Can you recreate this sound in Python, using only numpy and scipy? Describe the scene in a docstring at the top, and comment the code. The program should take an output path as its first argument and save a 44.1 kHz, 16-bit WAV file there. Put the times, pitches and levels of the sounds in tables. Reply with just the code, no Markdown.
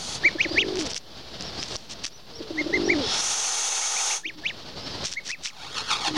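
"""A gosling peeps in bright, arching notes and tears crisp bites from a lettuce leaf held through a railing
at a pond: veins snap and cells crackle. Its parent forces a hiss through its open beak and snaps at the
leaf too. Pigeons coo with throbbing throats and other young birds whistle further off. A limiter ducks
at each loud snap or hiss, so the steady rush of the park sinks and creeps back."""
import sys
import numpy as np
from scipy import signal
from scipy.fft import rfft, irfft, next_fast_len
from scipy.io import wavfile
from scipy.ndimage import uniform_filter1d, minimum_filter1d

SR = 44100
rng = np.random.default_rng(int(sys.argv[2]) if len(sys.argv) > 2 else 0)


def digitize_waveform(pressure):
    """Quantize a signal to 16-bit integers and store it at the path in sys.argv[1].

    Rows of a 2-D input are taken as channels; values are limited to [-1, 1].
    """
    field = np.atleast_2d(pressure).T
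    bounded = np.clip(field, -1, 1)
    quanta = np.round(bounded * 32767).astype(np.int16)
    wavfile.write(sys.argv[1], SR, quanta)


N = 272097
TIME = np.arange(N) / SR
FFT_SIZE = next_fast_len(N)
FREQS = np.maximum(np.arange(FFT_SIZE // 2 + 1) * SR / FFT_SIZE, 1)


def ramp(start, length):
    """Rises from 0 to 1 over the given time."""
    return np.clip((TIME - start) / length, 0, 1)


def from_db(db):
    """Decibels to gain."""
    return 10 ** (np.asarray(db) / 20)


def rms_one(x):
    """Scaled to an rms of 1."""
    return x / np.sqrt(np.mean(x ** 2) + 1e-20)


def drift(hz):
    """A random modulator that moves mostly slower than hz; rms 1."""
    spectrum = rfft(rng.standard_normal(FFT_SIZE)) / (1 + (FREQS / hz) ** 2)
    return rms_one(irfft(spectrum, FFT_SIZE)[:N])


def coloured(spectrum):
    """Noise shaped by an EQ curve; rms 1."""
    hz, db = np.transpose(spectrum)
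    gain = from_db(np.interp(np.log(FREQS), np.log(hz), db))
    return rms_one(irfft(rfft(rng.standard_normal(FFT_SIZE)) * gain, FFT_SIZE)[:N])


def resonate(x, hz, width):
    """A two-pole resonance with unity gain at its peak."""
    r = np.exp(-np.pi * width / SR)
    feedback = [1, -2 * r * np.cos(2 * np.pi * hz / SR), r * r]
    return signal.lfilter(np.array([1, 0, -1]) * (1 - r * r) / 2, feedback, x + 1e-18)


def cut(x, hz, kind, order=2):
    """A high- or low-pass."""
    sections = signal.butter(order, np.minimum(hz, .45 * SR), kind, fs=SR, output="sos")
    return signal.sosfilt(sections, x + 1e-18)


def phase_of(hz):
    """Running phase of a pitch curve."""
    return 2 * np.pi * np.cumsum(hz) / SR


def arch(s, length, edge_hz, shoulder_hz, top_hz, rise_share=.6):
    """A note that rises and falls: its samples, its progress (-1 start, 0 top, 1 end) and its pitch."""
    start, end = s - rise_share * length, s + (1 - rise_share) * length
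    at = np.arange(int(start * SR), int(end * SR))
    progress = np.interp(at / SR, [start, s, end], [-1, 0, 1])
    rounding = np.sin(np.pi * progress / 2) ** 2
    # the period lengthens away from the top, aiming for the shoulder pitch half way out
    period_span = 1 / edge_hz - 1 / top_hz
    half = (1 / shoulder_hz - 1 / top_hz) / period_span
    blend = np.clip(4 * half - 1, -.6, 1.5)
    stretch = blend * rounding + (1 - blend) * progress ** 2
    return at, progress, 1 / (1 / top_hz + period_span * stretch)


def cavity(modes, low_hz, high_hz):
    """Turbulent air ringing in a set of resonances; rms 1."""
    air = sum(from_db(db) * resonate(rng.standard_normal(N), hz, width) for hz, width, db in modes)
    return rms_one(cut(cut(air, low_hz, "high"), high_hz, "low", order=4))


def outdoors(x, echo_db=-28, t60=.22):
    """Adds a short scatter from the path, the railing and the bank."""
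    age = TIME[:SR // 2]
    tail = cut(rng.standard_normal(len(age)), 5100, "low") * from_db(-60 * age / t60)
    return x + from_db(echo_db) * signal.fftconvolve(x, tail / np.sqrt(np.sum(tail ** 2)))[:N]


# EQ curve of the ambience bed: f/Hz, relative level/dB
PARK_SPECTRUM = [(15, -40), (25, -6.5), (70, -2.5), (165, -1.5), (330, -5), (580, -5.5), (1030, -11),
                 (2360, -16.5), (3050, -11), (4500, -7.5), (5400, -13), (7500, -31), (12000, -46),
                 (15600, -76)]


def park(level_db=-29.5, waver_db=2.0):
    """The bed: distant rumble with an airy rush above it."""
    return from_db(level_db + waver_db * drift(22.0)) * coloured(PARK_SPECTRUM)


# distant hoots: start t/s, length/s, f/Hz, level/dB
FAR_HOOTS = [(2.322, 0.19, 486, -31), (2.478, 0.28, 326.6, -30), (4.212, 0.19, 338, -32.5),
             (6.053, 0.23, 320.5, -30.5)]


def far_pigeons(sag=0.131, jitter=0.032, rough_db=5.5):
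    """Soft, grainy hoots that sag in pitch."""
    out, wobble = np.zeros(N), drift(87)
    for start, length, hz, db in FAR_HOOTS:
        progress = ramp(start, length)
        swell = np.sqrt(4 * progress * (1 - progress))
        out += from_db(db) * swell * np.sin(phase_of(hz * (1 - sag * progress + jitter * wobble)))
    return out * from_db(rough_db * drift(60))


# distant whistles: top t/s, length/s, top f/Hz, level/dB
FAR_WHISTLES = [(0.536, 0.15, 4900, -33.5), (1.465, 0.1, 5600, -31.5), (1.62, .08, 5300, -29.5),
                (2.156, 0.096, 5940, -29), (2.371, .076, 5640, -28), (2.869, 0.076, 5760, -29.5),
                (4.877, .24, 5400, -34.5)]


def far_birds(flutter_db=2):
    """Thin, high arches of tone from other young birds."""
    out = np.zeros(N)
    for s, length, top_hz, db in FAR_WHISTLES:
        at, progress, hz = arch(s, length, edge_hz=.78 * top_hz, shoulder_hz=.92 * top_hz, top_hz=top_hz)
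        out[at] += from_db(db) * np.sqrt(1 - progress ** 2) * np.sin(phase_of(hz))
    return out * from_db(flutter_db * drift(55))


# the near pigeon's coos: start t/s, length/s, f/Hz, level/dB
NEAR_COOS = [(.258, .635, 378, -17.5), (2.41, .65, 351.5, -14.5)]
# quickening throbs that open each coo: t/s from its start
OPENING_THROBS = [0, .1, .205, .259, .292]


def pigeon(swing=0.22, jitter=0.0564, rough_db=3.5, crop_hz=395, crop_octaves=0.58):
    """Separate throbs, each sagging in pitch, speed up into a roll that smooths into a falling note."""
    throb_s, throb_hz, throb_db, droop_hz_per_s, overtone_db = .0076, 330, -.5, 3500, -9
    roll_at_s, roll_hz, roll_depth = .318, 49.4, 0.71
    fall_s, drop_share, fade_db = 0.16, 0.45, -14.5
    out, wobble, rough, lag = np.zeros(N), drift(79), drift(150), .15 * drift(15.0)
    for start, length, hz, db in NEAR_COOS:
        for offset in OPENING_THROBS:
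            age = TIME - start - offset
            at = np.abs(age) < 4 * throb_s
            phase = phase_of(throb_hz - droop_hz_per_s * age[at])
            tone = np.sin(phase) + from_db(overtone_db) * np.sin(1.75 * phase)
            out[at] += from_db(db + throb_db) * np.exp(-(age[at] / throb_s) ** 2) * tone
        gate = ramp(start + roll_at_s - throb_s, throb_s) * (1 - ramp(start + length, throb_s))
        fall = ramp(start + length - fall_s, fall_s)
        roll = 2 * np.pi * roll_hz * (TIME - start - roll_at_s) + lag
        depth = roll_depth * (1 - fall) ** 3
        vibrato = 1 + swing * depth * np.sin(roll) + jitter * wobble
        tremolo = 1 - depth * (1 + np.cos(roll)) / 2
        phase = phase_of(hz * (1 - drop_share * fall ** 1.7) * vibrato)
        # the inflated crop resonates, so the octave takes over as the note falls
        in_crop = hz * (1 - drop_share * fall ** 2.37) / crop_hz
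        voice = sum(np.exp(-(np.log2(k * in_crop) / crop_octaves) ** 2) * np.sin(k * phase)
                    for k in (1, 2))
        out += gate * from_db(db + fade_db * fall ** 4 + rough_db * depth * rough) * tremolo * voice
    return out


# formants of the goose's throat and mouth: f/Hz, width/Hz, relative level/dB
THROAT_MODES = [(450, 85, -8.5), (823, 123, .5), (1080, 90, -18), (1267, 140, -3.5), (1425, 160, -8),
                (1844, 130, -8.5), (2230, 110, -7), (2710, 530, -6)]
MOUTH_MODES = [(3350, 240, 0), (3720, 100, .5), (4140, 240, -4.5), (4390, 320, -2.5), (5320, 320, -2.5)]
# EQ curve of the air jet: f/Hz, relative level/dB
JET_SPECTRUM = [(2820, -33), (4800, -7.5), (6510, 2), (6800, -1.5), (7620, -10), (8840, -11), (9860, -12.5),
                (13100, -40.5), (15000, -61)]


def airway():
    """Three layers of breath: air in the throat, in the mouth and through the slit over the tongue."""
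    return cavity(THROAT_MODES, 330, 3150), cavity(MOUTH_MODES, 1900, 5250), coloured(JET_SPECTRUM)


# husky surges of breath: peak t/s, rise/s, fall/s, level/dB
HUFF_SURGES = [(5.63, 0.11, 0.073, -24), (5.785, 0.042, 0.03, -18), (5.914, 0.022, 0.037, -13),
               (6.081, 0.051, 0.0098, -16.5), (6.175, 0.018, .03, -18.5)]


def huffs(throat, mouth, jet, mouth_db=1, jet_db=-8, beak_db=-10, rasp_db=2.0):
    """A rasping hiss with the hollow ring of the half-shut beak."""
    breath = sum(from_db(db) * np.exp(np.minimum((TIME - s) / rise, (s - TIME) / fall))
                 for s, rise, fall, db in HUFF_SURGES)
    hollow = rms_one(resonate(rng.standard_normal(N), hz=1080, width=220))
    air = breath * (throat + from_db(beak_db) * hollow + from_db(mouth_db) * mouth + from_db(jet_db) * jet)
    air *= from_db(rasp_db * drift(140))
    # the reflection off the moving hand that holds the leaf sweeps notches through the hiss
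    bounce_gain, bounce_s, sway = .75, 0.00079, 0.306
    delay = bounce_s * np.exp(sway * drift(3.13))
    return (air + bounce_gain * np.interp(TIME - delay, TIME, air)) / np.hypot(1, bounce_gain)


# open-beaked hisses: start t/s, release t/s, full level/dB, mouth over throat/dB, full edge f/Hz
OPEN_HISSES = [(-.7, .16, -35, 4.5, 4600), (3, 4.165, -7, -0.5, 6330)]


def goose(swell_s=.7, swell_db=34.5, swell_curve=2.2, release_db_per_s=519.5, flutter_db=.45):
    """The parent forces air through its beak: hisses that build and cut off, then a run of huffs."""
    opening_s, shut_mouth_db, shut_jet_db, jet_db = 0.25, 10, -20, 6
    edge_start_hz, edge_width_hz, edge_db = 4900, 750, 2.5
    throat, mouth, jet = airway()
    out, eddies = np.zeros(N), cut(rng.standard_normal((2, N)), edge_width_hz / 2, "low")
    for start, release, db, mouth_db, edge_hz in OPEN_HISSES:
        slack = (1 - ramp(start, swell_s)) ** swell_curve
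        release_db = release_db_per_s * np.maximum(TIME - release, 0)
        breath = ramp(start, 0.017) * from_db(db - swell_db * slack - release_db)
        # the whistling edge of the jet glides to its full pitch as the breath builds
        phase = phase_of(edge_hz + (edge_start_hz - edge_hz) * slack)
        edge = rms_one(eddies[0] * np.cos(phase) + eddies[1] * np.sin(phase))
        # until the beak is open the mouth booms and the jet is weak
        shut = 1 - ramp(start, opening_s)
        mouth_gain = from_db(mouth_db + shut_mouth_db * shut)
        jet_gain = from_db(jet_db + shut_jet_db * shut)
        out += breath * (throat + mouth_gain * mouth + jet_gain * jet + from_db(edge_db) * edge)
    return out * from_db(flutter_db * drift(28)) + huffs(throat, mouth, jet)


# resonances of the crisp leaf: f/Hz, width/Hz, relative level/dB
LEAF_MODES = [(1370, 1200, -16), (2910, 2040, -6), (3900, 2600, -3.5), (5470, 900, 1.5), (6090, 970, -6),
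              (9550, 3900, -25)]
# veins snapping in a beak: t/s, peak level/dB before the low-pass
VEIN_SNAPS = [(.7562, -8.5), (.8126, -10), (0.8654, -13), (.934, -3), (.965, 3.5), (1.4088, -10.5),
              (1.629, -3.5), (1.759, 4), (2.0406, -5), (2.0534, 11), (5.0424, -11), (5.0586, 3.5),
              (5.127, 6.5), (5.3076, 9), (5.4583, 13.5)]
# bursts of tearing: middle t/s, length/s, level/dB
LEAF_TEARS = [(0.806, 0.047, -23), (0.866, 0.024, -28), (.91, 0.032, -27.5), (0.971, 0.038, -18.5),
              (1.723, 0.27, -31), (1.917, 0.04, -20.5), (2.064, 0.042, -11.5), (5.073, 0.043, -14.5),
              (5.13, 0.051, -17), (5.292, 0.08, -16), (5.465, 0.063, -9)]


def leaf(cells_per_s=2500, size_db=2.0, colour_db=4, top_hz=8000, aftersnap_s=.012, aftersnap_db=-0.5):
    """Veins snap among the crackle of bursting cells; each break is a tiny, bright click."""
    snaps, tearing = np.zeros(N), np.zeros(N)
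    click = signal.unit_impulse(256)
    # a second fibre gives way just after each vein
    waits = aftersnap_s * (.5 + rng.random(len(VEIN_SNAPS)))
    breaks = list(VEIN_SNAPS) + [(s + wait, db + aftersnap_db) for (s, db), wait in zip(VEIN_SNAPS, waits)]
    for s, db in breaks:
        tint_db = colour_db * rng.standard_normal(len(LEAF_MODES))
        snap = sum((-1) ** k * from_db(level_db + tint_db[k]) * resonate(click, hz, width)
                   for k, (hz, width, level_db) in enumerate(LEAF_MODES))
        at = int(s * SR)
        snaps[at:at + len(click)] += from_db(db) * snap / np.abs(snap).max()
    for s, length, db in LEAF_TEARS:
        tearing += from_db(db) * np.exp(-np.abs(2 * (TIME - s) / length) ** 3)
    bursts = rng.random(N) < cells_per_s / SR
    cells = bursts * from_db(size_db * np.minimum(rng.exponential(1, N), 4))
    crackle = sum(from_db(db) * resonate(cells * rng.standard_normal(N), hz, width)
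                  for hz, width, db in LEAF_MODES)
    return cut(snaps + tearing * rms_one(crackle), top_hz, "low", order=4)


# the gosling's peeps: top t/s, length/s, top f/Hz, level/dB, level change at the top/dB
GOSLING_PEEPS = [(0.271, 0.062, 2338, -3, 1), (0.432, 0.082, 3300, -5.5, -19.5),
                 (0.609, 0.085, 3350, -4.5, -7), (2.602, 0.053, 2150, -11, -3), (2.758, .054, 2120, -8, -5),
                 (2.919, 0.062, 2355, -8.5, -7.5), (3.838, .055, 2250, -8, -3),
                 (3.986, 0.067, 2530, -3, -0.5), (4.128, 0.061, 2910, -2.5, -6),
                 (4.281, 0.081, 3210, 0, -11), (4.485, 0.086, 3510, -4, -10.5), (5.185, 0.048, 2230, -6, 0),
                 (5.333, 0.075, 2630, -4, -1), (5.491, 0.063, 3100, -7.5, -10)]
# sheen on each peep: harmonic number, relative level/dB
PEEP_HARMONICS = [(2, -17), (3, -22)]


def gosling(jitter=0.01, flutter_db=1.16, second_voice_db=-4, strain_hz=3050, split_hz=400):
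    """Arched near-sines; on the highest peeps the two sides of the syrinx part in pitch."""
    edge_hz, base_shoulder_hz, shoulder_tracking = 1670, 1887, .27
    edge_db, fall_db = -16, -9   # soft ends and a weaker falling side
    out, wobble, flutter = np.zeros(N), drift(250), drift(120)
    for s, length, top_hz, level_db, top_db in GOSLING_PEEPS:
        shoulder_hz = base_shoulder_hz * (top_hz / edge_hz) ** shoulder_tracking
        at, progress, hz = arch(s, length, edge_hz, shoulder_hz, top_hz)
        hz *= 1 + jitter * wobble[at]
        phase = phase_of(hz)
        strain = np.exp(-10 * progress ** 2) * (top_hz > strain_hz)
        second_voice = from_db(second_voice_db) * strain * np.sin(phase_of(hz + split_hz * strain))
        contour_db = np.interp(progress, [-.8, -.48, -.35, -.18, .15, .55, 1],
                               [edge_db, 0, 0, top_db, top_db, fall_db, fall_db + edge_db])
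        voice = from_db(contour_db) * (np.sin(phase) + second_voice)
        harmonics = sum(from_db(db) * np.sin(k * phase) for k, db in PEEP_HARMONICS)
        sheen_gain = (1 - progress ** 2) * from_db(fall_db * (progress + 1) / 2)
        sheen = sheen_gain * cut(harmonics, 6400, "low", order=8)
        fade = np.clip(10 * (1 - np.abs(progress)), 0, 1)
        out[at] += fade * from_db(level_db + flutter_db * flutter[at]) * (voice + sheen)
    return out


def scene(side_db=-12.0):
    """A nearly dry foreground, wetter distant birds and the bed, all centred; only the treble spreads."""
    near = outdoors(gosling() + leaf() + goose() + pigeon())
    far = outdoors(far_birds() + far_pigeons(), echo_db=-8.5)
    mid = near + far + park()
    scatter = rng.standard_normal(128)
    diffuse = signal.fftconvolve(mid, scatter / np.sqrt(np.sum(scatter ** 2)))[:N]
    side = from_db(side_db) * cut(diffuse, 8000, "high")
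    return mid + side * [[1], [-1]]


def limiter(x, threshold_db=-23.5, sidechain_hz=4050, recovery_s=0.51, start_duck_db=11):
    """Starts ducked; clamps at once when the treble passes the threshold, then recovers slowly."""
    power = uniform_filter1d(cut(x.mean(axis=0), sidechain_hz, "high") ** 2, size=32)
    over_db = np.maximum(10 * np.log10(np.abs(power) + 1e-12) - threshold_db, 0)
    over_db[0] = start_duck_db
    recovery = np.exp(-TIME / recovery_s)
    duck_db = np.maximum.accumulate(over_db / recovery) * recovery
    return x * from_db(uniform_filter1d(minimum_filter1d(-duck_db, size=48), size=48))


def record(dry, hiss_db=-62.5, cutoff_hz=15850, dc_offset=-.005):
    """The output chain: limiter, faint electronic hiss, a steep high cut and a slight DC offset."""
    hiss = from_db(hiss_db) * cut(rng.standard_normal((2, N)), 4000, "high")
    high_cut = signal.ellip(10, .1, 80, cutoff_hz, fs=SR, output="sos")
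    return signal.sosfilt(high_cut, limiter(dry) + hiss) + dc_offset


dry = scene()
out = record(dry)
digitize_waveform(out)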